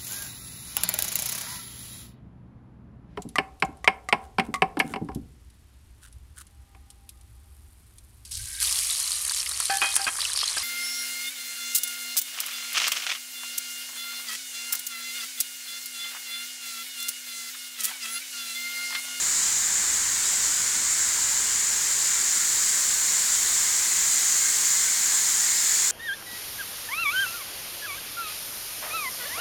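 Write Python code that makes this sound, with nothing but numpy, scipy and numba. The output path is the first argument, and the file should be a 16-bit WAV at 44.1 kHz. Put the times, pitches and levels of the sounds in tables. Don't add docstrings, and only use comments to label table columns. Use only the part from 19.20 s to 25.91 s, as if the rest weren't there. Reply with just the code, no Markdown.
import sys
import numpy as np
from scipy import signal
from scipy.fft import rfft, irfft
from scipy.io import wavfile
from scipy.ndimage import uniform_filter1d
from numba import njit

SR = 44100
rng = np.random.default_rng(int(sys.argv[2]) if len(sys.argv) > 2 else 0)


def generate_wav(signal):
    frames = np.transpose(np.atleast_2d(signal))
    scaled = np.clip(frames, -1, 1) * 32767
    pcm = np.round(scaled).astype(np.int16)
    wavfile.write(sys.argv[1], SR, pcm)


def to_linear_factor(level_db):
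    exponent = np.asarray(level_db, float) / 20
    return 10 ** exponent


N = 295911


def level(x, db):
    return x * to_linear_factor(db) / np.sqrt(np.mean(x ** 2))


def colour(x, spectrum):
    hz = np.arange(N // 2 + 1) * SR / N
    bins = rfft(x)
    broad = np.sqrt(uniform_filter1d(np.abs(bins) ** 2, size=1200) + 1e-18)
    point_hz, point_db = np.transpose(spectrum)
    db = np.interp(np.log(hz + 1), np.log(point_hz), point_db, left=-120, right=-120)
    return level(irfft(bins / broad * to_linear_factor(db), N), 0)


def resonance(hz, width_hz, db):
    b, a = signal.iirpeak(hz, hz / width_hz, fs=SR)
    return level(signal.lfilter(b, a, rng.standard_normal(N)), db)


def walk(rate_hz):
    hold = int(SR / rate_hz)
    values = rng.standard_normal(N // 100)[:N // hold + 1]
    steps = np.repeat(values, hold)
    slewed = uniform_filter1d(uniform_filter1d(steps, hold), hold)
    return 1.3 * slewed[:N]


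@njit
def ring(start, hz, cycles, size, glide):
    out = np.zeros(N)
    for g in range(len(start)):
        life = cycles[g] * SR / hz[g]
        step = 2 * np.pi * hz[g] / SR
        swing = np.exp(complex(-1 / life, step))
        climb = np.exp(complex(0., step * glide / life))
        z = complex(size[g], 0.)
        for i in range(start[g], min(N, start[g] + int(5 * life))):
            out[i] += z.imag
            z *= swing
            swing *= climb
    return out


def room(x, wet_db):
    hop = 256
    grid = dict(fs=SR, nperseg=4 * hop, noverlap=3 * hop)
    hz, _, cells = signal.stft(x, **grid)
    power = np.abs(cells.T) ** 2
    low_t60_s, treble_t60_s, knee_hz = 1.23, 0.98, 2980
    t60_s = treble_t60_s + (low_t60_s - treble_t60_s) / (1 + (hz / knee_hz) ** 2)
    keep = 1e-6 ** (hop / SR / t60_s)
    stored = np.empty_like(power)
    held = 1.4 * np.median(power, axis=0)
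    for k, fresh in enumerate(power):
        stored[k] = held
        held = keep * held + (1 - keep) * fresh
    noise = signal.stft(rng.standard_normal(N), **grid)[2]
    noise = noise / np.sqrt(np.mean(np.abs(noise) ** 2))
    tail = signal.istft(noise * np.sqrt(stored.T), **grid)[1][:N]
    return x + to_linear_factor(wet_db) * tail


def swarm(count, lo_hz, hi_hz, cycles, scatter_db, surge_db):
    when, pitch, luck, life = rng.random((count, 4)).T
    start = (when * N).astype(np.int64)
    surge = surge_db * (walk(9) + walk(25.03))
    size = to_linear_factor(-scatter_db * np.log(1 - luck) + surge[start])
    hz = lo_hz * (hi_hz / lo_hz) ** pitch
    return room(ring(start, hz, cycles * (.5 + life), size, 0.04), wet_db=8.5)


# start_s, share (0-1)
PHONE_TURN = [
    (0, 0),
    (1.5, 0.17),
    (2.7, 0.22),
    (3.3, 0.6),
    (4.4, 0.86),
    (5.6, 0.96),
    (6.71, 0.85),
]


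def phone_turn():
    s, share = np.transpose(PHONE_TURN)
    return np.interp(np.arange(N) / SR, s, share)


def heard(turn, before_db, change_db):
    return to_linear_factor(before_db + change_db * turn)


# pitch_hz, level_db (per Hz)
RUMBLE_SPECTRUM = [(22, -24), (31, -21), (42, -5), (50, 1), (60, -3), (75, 0.5), (86, -7), (110, -9),
                   (150, -35)]
# centre_s, lift_db, half_length_s
RUMBLE_SWELLS = [(.15, 3, .2), (.75, 7.5, .35), (1.9, 6.5, .3), (3.5, 2.5, .2), (4.4, 5.5, .4),
                 (6.52, 4, .15)]


def building_rumble():
    t = np.arange(N) / SR
    lift_db = sum(db * np.exp(-((t - s) / half_s) ** 2) for s, db, half_s in RUMBLE_SWELLS)
    return to_linear_factor(-62.5 + lift_db) * colour(rng.standard_normal(N), RUMBLE_SPECTRUM)


# pitch_hz, level_db (per Hz)
DRONE_SPECTRUM = [(60, -28), (88, -5), (120, -6.5), (140, -5), (200, -1.5), (400, -3), (600, -26),
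                  (900, -40)]


def building_drone(turn):
    return heard(turn, -53.8, -1.5) * colour(rng.standard_normal(N), DRONE_SPECTRUM)


# pitch_hz, width_hz, level_db
MACHINE_HUM = [(58.9, 3, -3), (120.6, 8.9, -0.5), (180.5, 15, -3), (220, 12, -5)]


def distant_machines(turn):
    return heard(turn, -60, -7) * sum(resonance(*line) for line in MACHINE_HUM)


# pitch_hz, width_hz, level_db
PIPE_MODES = [(2104, 31, 3.5), (4230, 110, 4)]


def pipe_whistle(turn):
    return heard(turn, -58, 5) * sum(resonance(*mode) for mode in PIPE_MODES)


# start_s, level_db (peak), pitch_hz
BIG_BUBBLES = [(0.499, -53, 857), (0.958, -42, 2648), (0.958, -35, 3620), (1.051, -36, 3875),
               (1.12, -54, 737), (1.318, -41, 1490), (1.323, -48, 2993), (2.264, -41, 2863),
               (2.508, -50, 886), (3.32, -42, 2850), (3.808, -37, 4285), (3.883, -40, 3880),
               (4.127, -39, 3682), (4.22, -43, 2648), (4.249, -55, 698), (4.592, -39.2, 4112),
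               (4.609, -42, 2519), (5.207, -36, 2150), (5.23, -36.5, 1570), (5.555, -37, 2080),
               (5.59, -40, 1500), (5.683, -35, 2235), (5.712, -42, 4155), (5.863, -43, 1670),
               (6.147, -43.5, 3150), (6.217, -35, 1904), (6.275, -35, 2130), (6.449, -42.2, 3500)]


def big_bubbles():
    s, db, hz = np.transpose(BIG_BUBBLES)
    start = (s * SR).astype(np.int64)
    dry = ring(start, hz, np.full(len(s), 39.), to_linear_factor(db + 2), 0.0017)
    return room(dry, wet_db=5.5)


# pitch_hz, level_db (per Hz)
FROTH_SPECTRUM = [(250, -28), (400, -16), (640, -15.5), (800, -13), (930, -8), (1300, -6.5), (1550, -3),
                  (2050, -2), (2300, -4.5), (2650, -10), (3200, -12), (4200, -55)]


def froth(turn):
    bubbles = swarm(count=80000, lo_hz=250.5, hi_hz=3995, cycles=4.9, scatter_db=1.26, surge_db=0.21)
    return heard(turn, -36.5, 0.03) * colour(bubbles, FROTH_SPECTRUM)


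# pitch_hz, level_db (per Hz)
SPRAY_SPECTRUM = [(2000, -46), (2700, -22.5), (3300, -16.5), (4200, -13), (4700, -12), (5600, -10.5),
                  (6300, -6.5), (6800, -2), (7150, .5), (7550, -2.5), (8300, -8), (9200, -15),
                  (10300, -27.5), (12500, -49)]
# pitch_hz, level_db (per Hz)
MIST_SPECTRUM = [(7500, -24), (9500, -2), (10500, -0.5), (11800, -1.5), (14000, -1), (15000, -3.5),
                 (16950, -3), (17080, -42)]


def spray(turn):
    drops = swarm(count=150000, lo_hz=1990, hi_hz=17400, cycles=3.85, scatter_db=1.25, surge_db=0.2)
    jet = heard(turn, -24.4, 2) * colour(drops, SPRAY_SPECTRUM)
    jet = jet + heard(turn, -39.5, 4.5) * colour(drops, MIST_SPECTRUM)
    b, a = signal.butter(4, 14500, "high", fs=SR)
    air = signal.filtfilt(b, a, jet)
    return jet - 0.25 * (1 - turn) * air


def scene():
    turn = phone_turn()
    building = building_rumble() + building_drone(turn) + distant_machines(turn)
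    water = pipe_whistle(turn) + big_bubbles() + froth(turn) + spray(turn)
    return (building + water)[None]


def top_cut(x):
    return signal.sosfilt(signal.butter(12, 17210, fs=SR, output="sos"), x)


def record(dry):
    low_pass = signal.ellip(10, .2, 80, 17100, fs=SR, output="sos")
    mix = signal.sosfilt(low_pass, dry) - .0009
    return top_cut(mix)


dry = scene()
out = record(dry)
generate_wav(out)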